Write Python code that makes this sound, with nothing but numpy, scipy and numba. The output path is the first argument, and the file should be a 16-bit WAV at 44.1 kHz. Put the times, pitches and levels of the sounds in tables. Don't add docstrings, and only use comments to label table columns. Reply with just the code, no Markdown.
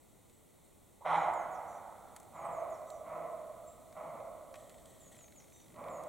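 import sys
import numpy as np
from scipy import signal
from scipy.fft import rfft, irfft
from scipy.io import wavfile
from scipy.ndimage import uniform_filter1d
from numba import njit

SR = 44100
rng = np.random.default_rng(int(sys.argv[2]) if len(sys.argv) > 2 else 0)


def persist_wave(psi):
    counts = np.round(np.clip(psi, -1, 1) * 32767).astype(np.int16)
    wavfile.write(sys.argv[1], SR, np.atleast_2d(counts).T)


def undo_db(level):
    steps = np.asarray(level, float) / 20
    return 10 ** steps


N = 268128


@njit
def svf(x, centre_hz, width_hz):
    y, band_state, low_state = np.empty(len(x)), 0., 0.
    for i in range(len(x)):
        g = np.tan(np.pi * centre_hz[i] / SR)
        k = width_hz / centre_hz[i]
        v = (band_state + g * (x[i] - low_state)) / (1 + g * (g + k))
        band_state, low_state, y[i] = 2 * v - band_state, low_state + 2 * g * v, k * v
    return y


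def band(x, hz, width_hz):
    return svf(x, hz + np.zeros(len(x)), float(width_hz))


def unit(x):
    return x / np.sqrt(np.mean(x ** 2))


def twice(x, hz, width_hz):
    return unit(band(band(x, hz, width_hz), hz, 1.5 * width_hz))


def edge(x, hz, kind):
    return signal.sosfilt(signal.butter(5, hz, kind, fs=SR, output="sos"), x)


def along(table):
    s, *columns = np.transpose(table)
    first, last = int(s[0] * SR), min(int(s[-1] * SR), N)
    t = np.arange(first, last) / SR
    return slice(first, last), [np.interp(t, s, c) for c in columns]


def on_log(table, hz):
    table_hz, *columns = np.transpose(table)
    return [np.interp(np.log(hz + 1), np.log(table_hz), c) for c in columns]


def fade(n, ends_s):
    i = np.arange(n)
    return np.minimum(1, np.minimum(i, i[::-1]) / (ends_s * SR))


def walk(n, rate_hz):
    k = max(int(SR / rate_hz), 1)
    return unit(uniform_filter1d(uniform_filter1d(rng.standard_normal(n), k), k))


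def tone(hz):
    return np.sqrt(2) * np.sin(2 * np.pi * np.cumsum(hz) / SR)


def echo(x, response):
    return signal.fftconvolve(x[None], response, axes=1)[:, :N]


# (frequency [Hz], width [Hz], depth [0-1])
HOUSING = [(1700, 500, 0.55), (2800, 270, 0.78), (5050, 1700, 0.43)]


def housing(x):
    for hz, width_hz, depth in HOUSING:
        x = x - depth * band(x, hz, width_hz)
    return x


# (frequency [Hz], density [dB per Hz])
AIR = [(15, -14), (25, -6.5), (82, -1.5), (711, -9), (1360, -18.5), (1690, -26.5), (1980, -17),
       (2740, -25.5), (3590, -20.5), (4340, -24), (4970, -32.5), (5540, -26), (7860, -17.5), (14600, -26),
       (15900, -22.5)]
# (frequency [Hz], side minus mid [dB])
AIR_SIDE = [(40, 0), (110, -1), (300, 2.5), (700, -2), (1300, -5.5), (2400, -12.5), (4400, -9.5),
            (8000, -11), (11000, -3.5), (15000, -0.5)]
# (loudest at [s], level [dB], rise [dB/s], fall [dB/s])
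RUMBLE = [
    (1.24, -56, 100, 14),
    (2.45, -55.5, 60, 44),
    (3.1, -57, 60, 23),
    (4.1, -56, 60, 24),
    (5.1, -64, 6, 40),
    (5.8, -51, 104, 24),
]


def air():
    level_db, rumble_db = -76 + 11, -6
    gain_step_s, gain_rise_s, gain_step_db = 1.02, 0.09, 2.5
    hz, t = np.fft.rfftfreq(N, 1 / SR), np.arange(N) / SR
    mid_db = on_log(AIR, hz)[0]
    side_db = mid_db + on_log(AIR_SIDE, hz)[0]
    mid = irfft(rfft(rng.standard_normal(N)) * undo_db(mid_db), N)
    side = irfft(rfft(rng.standard_normal(N)) * undo_db(side_db), N)
    gain_db = level_db + gain_step_db * np.clip((t - gain_step_s) / gain_rise_s, 0, 1)
    gain = undo_db(gain_db) / np.std(mid)
    swells_db = [db - np.maximum(rise * (s - t), fall * (t - s)) for s, db, rise, fall in RUMBLE]
    rumble = undo_db(np.max(swells_db, axis=0) + rumble_db) * twice(rng.standard_normal(N), 158, 280)
    return gain * (mid + side * np.array([[1], [-1]])) + rumble


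def glide(start_s, length_s, from_hz, to_hz, bend, db):
    u = np.linspace(0, 1, num=9)
    return np.transpose([start_s + length_s * u, from_hz + (to_hz - from_hz) * u ** bend, db(u)])


def blur(x, t60_s, db):
    t = np.arange(SR // 2) / SR
    scatter = rng.standard_normal(len(t)) * undo_db(-60 * t / t60_s)
    return x + undo_db(db) * echo(x, scatter[None] / np.linalg.norm(scatter))[0]


# (start [s], length [s], from [Hz], to [Hz], level [dB])
CHIRPS = [
    (0., 0.036, 8100, 7980, -71),
    (.322, .05, 7850, 7900, -72),
    (.64, .03, 8350, 8680, -69),
    (2.44, .05, 8320, 7800, -62),
    (2.866, 0.069, 8000, 7420, -67),
    (3.663, 0.081, 7350, 7750, -63),
]
# (start [s], whistles [dB], chord [dB], low chord tone [dB])
SONG = [
    (1.152, -67.5, -74, -86),
    (2.342, -70, -74, -83),
    (4.998, -65, -70.5, -75.5),
    (5.892, -65, -72, -80),
]
# (after phrase start [s], length [s], from [Hz], to [Hz], bend [under 1 falls early])
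WHISTLES = [
    (0, .1, 7830, 6500, 0.46),
    (0.174, 0.1, 7660, 6220, .6),
    (0.354, .066, 7150, 4820, 1.9),
]
WHISTLE_DB = [-0.5, 1, 2]
WHISTLE_FALL_DB = [-3, -3, -6]
CHORD_HZ = [3740, 6030, 6780, 7450]
CHORD_DB = [0.5, -4, -3.5]


def bird():
    chord_after_s, chord_s, sag = 0.518, 0.112, 0.0218
    chirp_shape = [0, 0.42, 1], [-7, 0, -16]
    notes = []
    for *shape, db in CHIRPS:
        notes.append(glide(*shape, 0.93, lambda u: db + np.interp(u, *chirp_shape)))
    for phrase_s, whistle_db, chord_db, low_db in SONG:
        for (after_s, *shape), db, fall_db in zip(WHISTLES, WHISTLE_DB, WHISTLE_FALL_DB):
            notes.append(glide(phrase_s + after_s, *shape, lambda u: whistle_db + db + fall_db * u * u))
        s = phrase_s + chord_after_s
        for hz, db in zip(CHORD_HZ, [low_db, *np.add(CHORD_DB, chord_db)]):
            notes.append([(s, (1 - 3 * sag) * hz, db - 8), (s + 0.016, hz, db),
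                          (s + chord_s, (1 - sag) * hz, db - 0.5)])
    song = np.zeros(N)
    for note in notes:
        if note[0][0] >= N / SR:
            continue
        where, (hz, db) = along(note)
        waver = walk(len(hz), 150)
        song[where] += undo_db(db + 2 * waver) * fade(len(hz), 0.008) * tone(hz * (1 + 0.004 * waver))
    return housing(blur(song, 0.43, -2.5))


def snap(hz, width_hz, db, times_s, decay_s):
    t = np.arange(600) / SR
    out = np.zeros(N + len(t))
    for s, gain, noise in zip(times_s, undo_db(db), rng.standard_normal((len(times_s), len(t)))):
        ring = band(noise * np.exp(-t / decay_s), hz, width_hz)
        out[int(s * SR):][:len(t)] += gain * ring / np.abs(ring).max()
    return out[:N]


# (time [s], peak [dB], body ring [dB], high crack [dB], broad knock [dB])
CLICKS = [(0.2538, -76, -8, 5, -3), (0.2974, -60, -5, 3, -4), (1.3365, -62, -5, 12, -10),
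          (2.0854, -63, 2, 0, -8), (2.163, -54.5, 11, 13, -5), (2.1994, -62, -6, 13.5, -7),
          (2.23, -64, -1, 7, 6), (2.9028, -45, -25, -1, -20), (3.8801, -68, -11, 4, -10),
          (3.9261, -52, -1, -1, -10), (4.2015, -66, 12, -5, -7), (4.5414, -44, -1, -22, -19),
          (4.556, -54.5, 9.5, -5, -10), (4.6952, -50, -10, -4, -16), (4.8574, -46.5, -21, -5, -23),
          (6.0362, -59.5, 8, 8.5, -8)]


def shell_clicks():
    s, db, body_db, crack_db, knock_db = np.transpose(CLICKS)
    tick = snap(4000, 1600, db, s, 0.00071)
    body = snap(1780, 650, db + body_db, s, 0.0052)
    crack = snap(7700, 2600, db + crack_db, s, 0.0039)
    knock = edge(snap(1500, 14000, db + knock_db + 5, s, 0.0015), 15000, "low")
    return tick + body + crack + knock


# (start [s], length [s], first [dB], last [dB])
WHIRR = [
    (4.545, 0.42, -73.5, -82.5),
    (4.864, .25, -75.5, -79),
    (5.108, 0.135, -71, -79),
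]
# (frequency [Hz], width [Hz], level [dB])
MOTOR = [(1900, 120, 14.5), (3250, 630, 5), (3930, 480, -0.5), (7750, 220, 9), (9400, 530, -26),
         (6300, 1900, 0.5), (7800, 1000, 0)]


def motor_whirr():
    out = np.zeros(N)
    for start_s, length_s, first_db, last_db in WHIRR:
        where, (db,) = along([(start_s, first_db), (start_s + length_s, last_db)])
        gears = rng.standard_normal(len(db)) * undo_db(2.1 * walk(len(db), 90))
        shell = sum(undo_db(level_db) * band(gears, hz, width_hz) for hz, width_hz, level_db in MOTOR)
        out[where] += undo_db(db + 8.5) * fade(len(db), 0.01) * unit(shell)
    return out


# (first [s], last [s], step [s], first [dB], last [dB])
STEPS = [
    (4.702, 4.783, .0394, -61, -64.5),
    (5.146, 5.2101, .0221, -62, -59),
    (5.242, 5.6026, .04, -60.5, -66),
    (5.422, 5.5014, .08, -67, -76),
    (5.623, 5.762, .02, -72, -59),
    (5.8404, 5.884, .04, -63, -58),
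]


def motor_steps():
    runs = [np.linspace((first_s, first_db), (last_s, last_db), round((last_s - first_s) / step_s) + 1)
            for first_s, last_s, step_s, first_db, last_db in STEPS]
    s, db = np.concatenate(runs).T
    knock_scatter_db, ring_scatter_db = 1.2 * rng.standard_normal((2, len(s)))
    return snap(2000, 890, db + 9 + knock_scatter_db, s, 0.0029) + snap(4200, 5000, -58 + ring_scatter_db, s, 0.0011)


def camera():
    return housing(shell_clicks() + motor_whirr() + motor_steps())


EFFORT = {"cough": (.01, -16, -4, -8, -14, .008), "facing": (.017, -24, -4, -8, -22, .04),
          "away": (.045, -28, -6, -6, -16, .06)}
JAW = {"cough": (0.54, 1.4, 930, 1150), "facing": (0.79, 0.76, 1098, 1030),
       "away": (1.018, 0.897, 1040, 1184)}


def gesture(posture, start_s, top_s, length_s, db, first_hz):
    pitch_hz, pitch_sag = 165.62, 0.025
    attack_s, first_db, struck_db, held_db, last_db, release_s = EFFORT[posture]
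    early, late, second_from_hz, second_to_hz = JAW[posture]
    s = np.array([0, attack_s, top_s, max(length_s - release_s, top_s), length_s])
    gone = s / length_s
    effort_db = db + np.array([first_db, struck_db, 0, held_db, last_db])
    jaw = np.interp(s, [0, top_s, length_s], [early, 1, late])
    second_hz = second_from_hz + (second_to_hz - second_from_hz) * gone
    return np.transpose([start_s + s, effort_db, first_hz * jaw, second_hz, pitch_hz * (1 - pitch_sag * gone)])


# (frequency [Hz], width [Hz], level [dB])
UPPER = [(1700, 300, -6), (2050, 300, 0), (2350, 250, -7), (2750, 300, -10), (3200, 450, -5),
         (3850, 500, -8), (5500, 800, -16), (6700, 1000, -19), (8400, 800, -18), (9600, 800, -22)]


def bark(table, closing_db, width_hz, broad_db, second_db, third_db, upper_db, treble_db, chest_db):
    _, (db, first_hz, second_hz, pitch_hz) = along(table)
    n = len(db)
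    phase = np.cumsum(pitch_hz * (1 + 0.1 * walk(n, 90))) / SR
    pulses = np.diff(np.floor(phase), prepend=0) * undo_db(2.5 * walk(n, 150))
    breath = rng.standard_normal(n) * np.exp(-(phase % 1) / 1.4)
    source = unit(pulses) + 1.6 * unit(breath)
    opening = undo_db(closing_db * np.linspace(0.4, -0.6, n))
    first = twice(source, first_hz, width_hz) + undo_db(broad_db) * twice(source, 0.92 * first_hz, 262)
    second = undo_db(second_db) * twice(source, second_hz, 243)
    third = undo_db(third_db) * twice(source, 1329, 325)
    throat = first - opening * (second - third)
    upper = 0
    for k, (hz, upper_width_hz, level_db) in enumerate(UPPER):
        if hz > 3000:
            level_db = level_db + treble_db
        upper = upper + (-1) ** k * undo_db(level_db) * twice(source, hz, upper_width_hz)
    hum = tone(pitch_hz * (1 + 0.02 * walk(n, 30)))
    chest = undo_db(-5) * hum + undo_db(-4) * twice(source, pitch_hz, 50) + undo_db(-1.5) * twice(source, 354, 175)
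    voice = edge(edge(throat, 1800, "low"), 483, "high")
    voice += undo_db(upper_db) * opening * edge(upper, 1270, "high") + undo_db(chest_db) * chest
    return undo_db(db) * fade(n, 0.0061) * voice


# (frequency [Hz], t60 [s], level [dB], side [dB])
WOOD = [(151, 0.37, -5, -1.5), (286, 1.58, -5, 2.5), (510, 3.18, -12.5, -34), (754, 2.29, -10, -20),
        (823, 1.22, -12.5, -15), (1310, 2.58, -16.5, -13.5), (2240, 1.79, -15, -13.5),
        (3470, 0.43, -12.5, -8), (8000, 0.41, -16, 1)]


def wood():
    build_s = 0.0037
    t = np.arange(3 * SR) / SR
    out = 0
    for hz in 100 * 2 ** np.arange(0, 7, 1 / 3):
        t60_s, db, side_db = on_log(WOOD, hz)
        mid, side = (unit(band(rng.standard_normal(len(t)), hz, hz / 4)) * np.sqrt(hz) for _ in range(2))
        out = out + undo_db(db - 60 * t / t60_s) * (mid + undo_db(side_db) * side * np.array([[1], [-1]]))
    return out * (1 - np.exp(-t / build_s)) / np.sqrt(SR * 1e3)


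BARKS = {"cough": [(1.004, .018, 0.04, -45.5, 880)], "facing": [(1.044, 0.11, .29, -31.5, 876)],
         "away": [(2.315, 0.15, .42, -38.5, 675), (3.022, 0.13, .3, -40, 640), (3.92, 0.048, .36, -43, 643),
         (5.732, 0.11, 0.46, -42, 614)]}
VOICE = {"cough": (13, 250, -11, -2, -32, -27, 3, -25, -9.5),
         "facing": (6.5, 125, -0.5, -4.5, -2, -12, -6, -21.5, -4.5),
         "away": (8, 111.5, -6.5, -3, -9.5, -16, -21, -24, -8.5)}


def deer():
    wet_db, lean = -3, 0.19
    straight, sent = np.zeros(N), np.zeros(N)
    for posture, rows in BARKS.items():
        *colour, direct_db = VOICE[posture]
        for row in rows:
            table = gesture(posture, *row)
            where, _ = along(table)
            voice = bark(table, *colour)
            straight[where] += voice * undo_db(direct_db)
            sent[where] += voice
    both = np.array([housing(c) for c in straight + undo_db(wet_db) * echo(sent, wood())])
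    lows = band(both.mean(axis=0), 750, 1100)
    return both + lean * lows * np.array([[-1], [1]])


def scene():
    return air() + bird() + camera() + deer()


def roll_off(x):
    return signal.sosfilt(signal.butter(12, 16020, fs=SR, output="sos"), x)


def record(dry):
    low_pass = signal.ellip(8, 0.2, 60, 15850, fs=SR, output="sos")
    mix = signal.sosfilt(low_pass, dry)
    return roll_off(mix)


dry = scene()
out = record(dry)
persist_wave(out)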